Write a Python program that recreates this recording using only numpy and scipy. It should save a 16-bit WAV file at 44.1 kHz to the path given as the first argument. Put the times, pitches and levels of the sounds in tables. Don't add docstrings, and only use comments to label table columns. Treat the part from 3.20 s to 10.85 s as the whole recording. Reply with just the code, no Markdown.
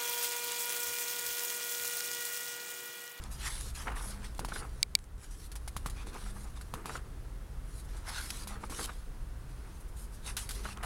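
import sys
import numpy as np
from scipy import signal
from scipy.io import wavfile
from scipy.ndimage import uniform_filter1d

SR = 44100
rng = np.random.default_rng(int(sys.argv[2]) if len(sys.argv) > 2 else 0)


def decibels_to_gain(level_db):
    exponent = np.asarray(level_db, float) / 20
    return 10 ** exponent


def generate_wav(signal):
    frames = np.transpose(np.atleast_2d(signal))
    scaled = np.clip(frames, -1, 1) * 32767
    pcm = np.round(scaled).astype(np.int16)
    wavfile.write(sys.argv[1], SR, pcm)


N = 337365

# (frequency [Hz], relative density [dB])
SLIDE_SPECTRUM = [(530, -33), (900, -3.5), (1460, -4), (3190, -4.5), (4070, -3), (7660, -6.5), (8760, -4),
                  (10400, -2.5), (15200, -26.5), (15900, -26.5), (16500, -55)]
CREST_DB = 7


def evened(x):
    return x / np.sqrt(np.mean(x ** 2) + 1e-20)


def read(points, hz):
    f, value = np.transpose(points)
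    return np.interp(np.log(hz + 1), np.log(f + 1), value)


def add(mix, start_s, sound):
    part = mix[max(round(start_s * SR), 0):][:len(sound)]
    part += sound[:len(part)]


def noise(colour, patchy_db, size=512, extra_db=None):
    hop = size // 4
    hz = np.arange(size // 2 + 1) * SR / size
    frames = N // hop + 5
    real, imag, patches = rng.standard_normal((frames, len(hz), 3)).T
    patches = uniform_filter1d(patches, size=4, axis=0)
    patches = evened(uniform_filter1d(patches, size=20, axis=1))
    db = read(colour, hz)[:, None] + patchy_db * patches
    if extra_db:
        db = db + extra_db(np.arange(frames) * hop / SR, hz[:, None])
    spectra = (real + 1j * imag) * decibels_to_gain(db)
    return evened(signal.istft(spectra, nperseg=size, noverlap=size - hop)[1][:N])


def gritty(depth_db, smooth_s):
    drift = uniform_filter1d(rng.standard_normal(N), size=max(int(smooth_s * SR), 1))
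    return decibels_to_gain(depth_db * evened(drift))


def pages():
    # (centre time [s], 1/e half-width [s], frequency [Hz], change of level [dB])
    pockets = [(0.276, 0.062, 1840, 6.5), (2.218, .04, 4320, 4), (4.892, 0.025, 2200, 9.5),
               (4.97, .05, 4200, 8.5), (4.994, .04, 1550, 18), (7.093, 0.035, 2000, 5),
               (7.185, .03, 3280, -1)]
    # (frequency [Hz], relative density [dB])
    flex_spectrum = [(450, -25.5), (750, -0.5), (1000, 0), (1300, 3.5), (1800, -7), (2800, -11),
                     (5000, -38)]
    # (frequency [Hz], relative density [dB])
    push_spectrum = [(80, -26.5), (150, 3.5), (300, -0.5), (480, 2), (620, -19), (1000, -60)]
    crackle_db = -6

    def colour_db(at, hz):
        db = stroking(at)[1] * np.log2((hz + 300) / 6000)
        for mid_s, width_s, pocket_hz, change_db in pockets:
            moment = np.exp(-((at - mid_s) / width_s) ** 2)
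            band = np.exp(-(np.log((hz + 1) / pocket_hz) / 0.12) ** 2)
            db = db + change_db * moment * band
        return db

    slide = evened(noise(SLIDE_SPECTRUM, 3.17, extra_db=colour_db) * gritty(1.13, 0.0045))
    flex = evened(noise(flex_spectrum, 2.1) * gritty(2.6, 0.003))
    push = evened(noise(push_spectrum, 1.5, size=1024) * gritty(1.5, 0.012))

    t = np.arange(N) / SR
    grid_s = np.arange(0, N / SR, 0.001)
    powers = (stroking(grid_s)[0], *bending(grid_s))
    slide_gain, flex_gain, push_gain = [np.interp(t, grid_s, np.sqrt(power)) for power in powers]
    bend = 0.9 * flex + decibels_to_gain(crackle_db) * crackle()
    return slide_gain * slide + flex_gain * bend + push_gain * push


def stroking(t):
    # (start [s], length [s], level at start [dB], level at end [dB],
    # brightness [dB per octave])
    strokes = [ (0.02, .06, -58, -59, -1.2), (0.118, .06, -47, -55, 3), (0.19, .088, -50, -35.5, -1.2),
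               (0.3, .205, -42.5, -49.5, 1.6), (0.552, .075, -47, -46, -0.6), (0.63, .095, -54, -58, 1.1),
               (0.762, .035, -49, -47, 1.1), (0.815, .095, -51, -47, 4.5), (0.915, .06, -50, -60, 1.1),
               (0.99, .045, -61, -57, -2.1), (1.046, .035, -46, -54, -1.1), (1.09, .19, -66, -62, 1.1),
               (1.287, .03, -50, -53, -3), (1.338, .065, -46, -47, 1.1), (1.41, .19, -60, -67, 1.1),
               (1.608, .005, -60, -59, 3), (1.795, .06, -62, -66, 6), (1.99, .056, -63, -48.5, 0.1),
               (2.06, .04, -56, -62, 2.1), (2.113, .05, -51, -56.5, 1.6), (2.17, .092, -57, -51, 3),
               (2.38, .28, -68, -65, 2.1), (2.585, .04, -58, -66, 2.1), (2.7, .06, -60, -62, 0.1),
               (2.768, .062, -55, -57, -5), (2.87, .028, -55, -53, -1.1), (2.935, .178, -55, -54, 0.1),
               (3.145, .1, -59, -56, 3), (3.272, .03, -60, -64, 0.1), (3.3, .23, -66, -68, 2.1),
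               (3.362, .014, -57, -56, -4), (3.555, .07, -60, -68, 5), (3.665, .105, -52, -48, 0.1),
               (4.44, .165, -70, -53.5, 4), (4.65, .004, -61, -61, 5), (4.69, .06, -60, -59, -1.1),
               (4.769, .008, -52, -53, 0.1), (4.79, .05, -60, -66, 0.1), (4.85, .045, -60, -38, -0.6),
               (4.915, .07, -47, -41, -1.1), (5.0, .238, -45, -48.5, 1.1), (5.29, .08, -46, -63, -1.1),
               (5.41, .055, -60, -54, 1.1), (5.51, .14, -49.5, -39, 1.1), (5.675, .2, -54, -69, 1.1),
               (6.29, .03, -66, -63, -1.1), (6.33, .2, -68, -66, -1.1), (6.54, .04, -66, -62, 3),
               (6.607, .003, -60, -60, 8), (6.687, .003, -63, -63, 8), (6.77, .078, -58, -58, 6),
               (6.925, .024, -63, -54, 2.1), (6.96, .05, -63, -67, 1.1), (7.03, .04, -62, -42, 0.1),
               (7.078, .035, -43, -48, -1.1), (7.115, .035, -57, -63, 1.1), (7.19, .085, -41, -56, 1.1),
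               (7.315, .04, -52, -46.5, 3), (7.36, .06, -48, -54, 0.1), (7.44, .09, -47, -51, -1.1)]
    grip_db_per_s, let_go_db_per_s = 1100, 650
    power, bright = 1e-12, 0
    for start_s, length_s, first_db, last_db, bright_db in strokes:
        u = t - start_s
        db = first_db + (last_db - first_db) * np.clip(u / length_s, 0, 1)
        db = db + grip_db_per_s * np.minimum(u, 0)
        db = db - let_go_db_per_s * np.maximum(u - length_s, 0)
        one = decibels_to_gain(db) ** 2
        power = power + one
        bright = bright + bright_db * one
    return power, bright / power


def bending(t):
    # (peak time [s], flexing level [dB], time to build 20 dB [s],
    # time to lose 20 dB [s], pushed air over flexing [dB])
    bends = [ (0.056, -56, .1, .06, -15), (0.12, -56, .05, .09, -14), (0.3, -52, .25, .07, -18),
             (0.472, -62, .09, .02, 6), (0.61, -52, .1, .06, -16), (0.678, -41, .05, .16, -8),
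             (0.772, -46, .06, .1, -14), (0.84, -51.5, .06, .39, -3), (1.21, -50, .02, .1, 5),
             (1.33, -57, .1, .15, 5), (1.428, -48, .12, .07, -3), (2.032, -54, .015, .03, -16),
             (2.664, -48, .025, .06, -6), (2.82, -57, .1, .04, -4), (2.89, -63, .1, .1, 12),
             (2.956, -47, .055, .07, -3), (3.024, -51, .03, .02, -11), (3.06, -54.5, .03, .08, -15),
             (3.168, -52, .02, .035, -23), (3.272, -56.5, .15, .045, -15), (3.4, -66, .2, .2, 2.1),
             (3.545, -51, .012, .12, 4), (3.6, -51, .05, .05, -6), (3.66, -49, .03, .2, -1.1),
             (3.77, -51, .15, .04, -3), (4.748, -58, .08, .15, -5), (4.88, -48, .05, .15, -16),
             (4.996, -50, .2, .09, -30), (5.22, -61, .4, .05, 4), (5.32, -47, .04, .06, -6),
             (5.357, -49, .02, .05, -2.1), (5.44, -53, .1, .05, 2.1), (5.51, -53, .04, .12, 3),
             (5.605, -48, .03, .06, 2.5), (5.65, -50, .03, .04, -2.1), (5.696, -47, .05, .045, -15),
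             (6.46, -61, .1, .2, -9), (7.08, -54, .065, .055, -4), (7.2, -53, .03, .1, -15),
             (7.39, -66, .1, .2, 11), (7.512, -48.5, .12, .05, -15), (7.576, -48.5, .025, .025, -9),
             (7.61, -50, .025, .03, -7), (7.636, -39, .015, .1, -11)]
    flex, push = 0, 0
    for peak_s, db, build_s, lose_s, push_db in bends:
        drop = np.maximum((peak_s - t) / build_s, (t - peak_s) / lose_s)
        one = decibels_to_gain(db - 20 * drop) ** 2
        flex = flex + one
        push = push + one * decibels_to_gain(push_db) ** 2
    return flex, push


def crackle():
    rate_per_s, spread_db = 260, 3.2
    chance, size, kind = rng.random((N, 3)).T
    hits = (chance < rate_per_s / SR) * decibels_to_gain(-spread_db * np.log(size + 0.04))
    t = np.arange(400) / SR
    pitches_hz = np.geomspace(750, 1800, num=6)
    kind = (kind * len(pitches_hz)).astype(int)
    out = np.zeros(N)
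    for k, hz in enumerate(pitches_hz):
        grain = hz * t * decibels_to_gain(-14 * hz * t) * np.sin(2 * np.pi * hz * t)
        out += signal.oaconvolve(hits * (kind == k), grain)[:N]
    return evened(out)


def snaps():
    # (time [s], scrape peak [dB], pop over scrape [dB], pop frequency [Hz],
    # scrape fall to -80 dB [s])
    snap_list = [(1.1932, -32.5, 9, 880, 0.04), (1.2483, -35.5, 11, 1000, 0.055),
                 (1.2865, -44, 12, 700, 0.04), (2.3166, -37, -26, 1690, 0.06),
                 (2.355, -34, -17, 945, 0.062), (2.4768, -32.5, -1, 820, 0.05),
                 (2.5657, -31.5, 7, 1140, 0.047), (2.6607, -32, 8.5, 1150, 0.064),
                 (2.6983, -39, -21, 1370, 0.056), (2.8699, -44, 7.5, 888, 0.053),
                 (3.4116, -42, 1, 1440, 0.053), (3.539, -36.5, 12.5, 1060, 0.053),
                 (3.6576, -38, 11.5, 1120, 0.065), (5.2729, -33.5, -1.5, 1010, 0.06),
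                 (5.4975, -38.5, 1, 1050, 0.093), (7.1672, -25.5, -9, 1290, 0.076),
                 (7.2906, -31.5, -5, 2040, 0.06), (7.3083, -35, 1, 1400, 0.076),
                 (7.6299, -37.5, 2, 1270, 0.13)]
    out, t = np.zeros(N), np.arange(9000) / SR
    hiss = noise(SLIDE_SPECTRUM, 1.14, size=256, extra_db=lambda at, hz: 7.4 * (hz / 15000) ** 3)
    thud = decibels_to_gain(-11.5 - 60 * t / 0.052) * np.sin(2 * np.pi * 230 * t * np.exp(-t / 0.023))
    pop_fade = decibels_to_gain(-60 * t / 0.0082) + 0.76 * decibels_to_gain(-60 * t / 0.0005)
    for start_s, db, pop_db, pop_hz, fall_s in snap_list:
        at = round(start_s * SR)
        u = t / fall_s
        fade_db = -20 * u - 60 * u ** 2
        scrape = decibels_to_gain(db - CREST_DB + fade_db) * np.minimum(t / 0.00018, 1)
        add(out, start_s, scrape[:N - at] * hiss[at:at + len(t)])
        pop = pop_fade * np.sin(2 * np.pi * pop_hz * t + 0.6)
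        add(out, start_s, decibels_to_gain(db + pop_db) * (pop + thud))
    return out


def crunches():
    # (time [s], nominal peak [dB], frequency [Hz], length [s])
    crunch_list = [(0.669, -26, 1310, 0.029), (0.674, -34, 2350, 0.02), (0.762, -39, 1920, 0.022),
                   (1.318, -26, 1340, 0.014), (1.358, -30.5, 1540, 0.02), (3.693, -27, 1300, 0.02),
                   (3.747, -32, 1340, 0.028), (5.434, -32, 1150, 0.023), (5.515, -30.5, 1100, 0.023),
                   (5.588, -29.5, 1350, 0.018), (5.609, -31.5, 1060, 0.011), (5.691, -33, 1220, 0.017),
                   (7.451, -30.5, 1230, 0.026), (7.487, -38, 1290, 0.014)]
    out, t = np.zeros(N), np.arange(2000) / SR
    for start_s, db, hz, length_s in crunch_list:
        size, chance = rng.standard_normal((len(t), 2)).T
        buckles = size * (chance > 1.6)
        ring = decibels_to_gain(-60 * t / 0.0054) * np.sin(2 * np.pi * hz * t)
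        crumple = evened(signal.fftconvolve(buckles, ring)[:len(t)])
        u = 5 * t / length_s
        add(out, start_s, decibels_to_gain(db - CREST_DB) * u * np.exp(1 - u) * crumple)
    return out


def cracks():
    # (time [s], nominal peak [dB], length [s])
    crack_list = [(0.038, -33, 0.0035), (0.4095, -28.5, 0.0045), (1.1488, -44, 0.004), (1.18, -40, 0.0055),
                  (1.7896, -32, 0.0013), (1.8407, -42, 0.0034), (1.98, -46, 0.0047), (2.686, -45, 0.0044),
                  (2.943, -39, 0.004), (5.1037, -24.5, 0.0085), (5.658, -27, 0.0031), (7.573, -38, 0.003)]
    out = np.zeros(N)
    spectrum = [(700, -17), (1800, 0), (6000, 0), (11000, 0.5), (15500, -22), (17000, -52)]
    wide = noise(spectrum, 3.0, size=128)
    for start_s, db, length_s in crack_list:
        at, count = round(start_s * SR), round(length_s * SR)
        fade = np.sqrt(np.linspace(1, 0, count))
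        add(out, start_s, decibels_to_gain(db - CREST_DB) * fade[:N - at] * wide[at:at + count])
    return out


def switch():
    # (time [s], level [dB], brightness [dB per octave])
    clicks = [(1.62940, -6.5, 0.5), (1.7521, -2.1, 1.1)]
    # (frequency [Hz], level [dB], t60 [s], polarity [+1 or -1])
    housing = [(2260, -12, .016, 1), (3930, -13, .014, 1), (2800, -22, .005, -1), (4500, 0, .006, 1),
               (5400, -12, .005, -1), (6500, -12, .004, -1), (8250, -4, .0035, 1), (9800, -13, .003, -1),
               (11800, -13, .003, -1), (13000, -20, .002, -1), (14900, -11, .0015, 1)]
    out, t = np.zeros(N), np.arange(2000) / SR
    for start_s, db, bright_db in clicks:
        ring = np.zeros(len(t))
        for hz, mode_db, t60_s, polarity in housing:
            level_db = mode_db + bright_db * np.log2(hz / 4500)
            ring += polarity * decibels_to_gain(level_db - 60 * t / t60_s) * np.sin(2 * np.pi * hz * t)
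        add(out, start_s, decibels_to_gain(db) * ring * np.minimum(t / 0.00025, 1))
    return signal.sosfilt(signal.butter(2, 1700, "high", fs=SR, output="sos"), out)


def hum():
    # (start [s], length [s], initial rms before edge taper [dB])
    hums = [(.03, .1, -55.5), (.83, 0.32, -53.5), (3.0, 0.285, -53), (5.22, 0.3, -53.5), (7.4, 0.26, -53.5)]
    hum_hz = 203
    out = np.zeros(N)
    for start_s, length_s, db in hums:
        t = np.arange(0, length_s, 1 / SR)
        fade = np.sqrt(2) * decibels_to_gain(db - 6 * t / length_s) * signal.windows.tukey(len(t), 0.3)
        add(out, start_s, fade * np.sin(2 * np.pi * hum_hz * t))
    return out


def room():
    # (frequency [Hz], relative density [dB])
    room_spectrum = [(12, -27), (24, -2), (35, 0), (46, -2), (60, -3), (82, -18), (110, -13), (150, -22),
                     (260, -28), (430, -31), (620, -36), (1330, -36.5), (1500, -37.5), (1750, -40),
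                     (2300, -45.5), (7500, -51), (10000, -47.5), (12500, -54.5), (15900, -55.5),
                     (16500, -92)]
    rms_db = -41.5
    return decibels_to_gain(rms_db) * noise(room_spectrum, 1.0, size=4096)


def scene():
    mix = pages() + snaps() + crunches() + cracks() + switch() + hum() + room()
    return mix[None]


def top_cut(x):
    return signal.sosfilt(signal.butter(12, 17070, fs=SR, output="sos"), x)


def record(dry):
    threshold_db, cut_db_per_db = -28, 0.39
    peak_db = 10 * np.log10(uniform_filter1d(dry[0] ** 2, size=200) + 1e-12)
    fall_db = np.arange(N) * 14.5 / SR
    held_db = np.maximum.accumulate(peak_db + fall_db) - fall_db
    over_db = np.maximum(held_db - threshold_db, 0)
    late_db = signal.lfilter([0.004], [1, -0.996], over_db)
    return top_cut(dry / decibels_to_gain(cut_db_per_db * late_db))


dry = scene()
out = record(dry)
generate_wav(out)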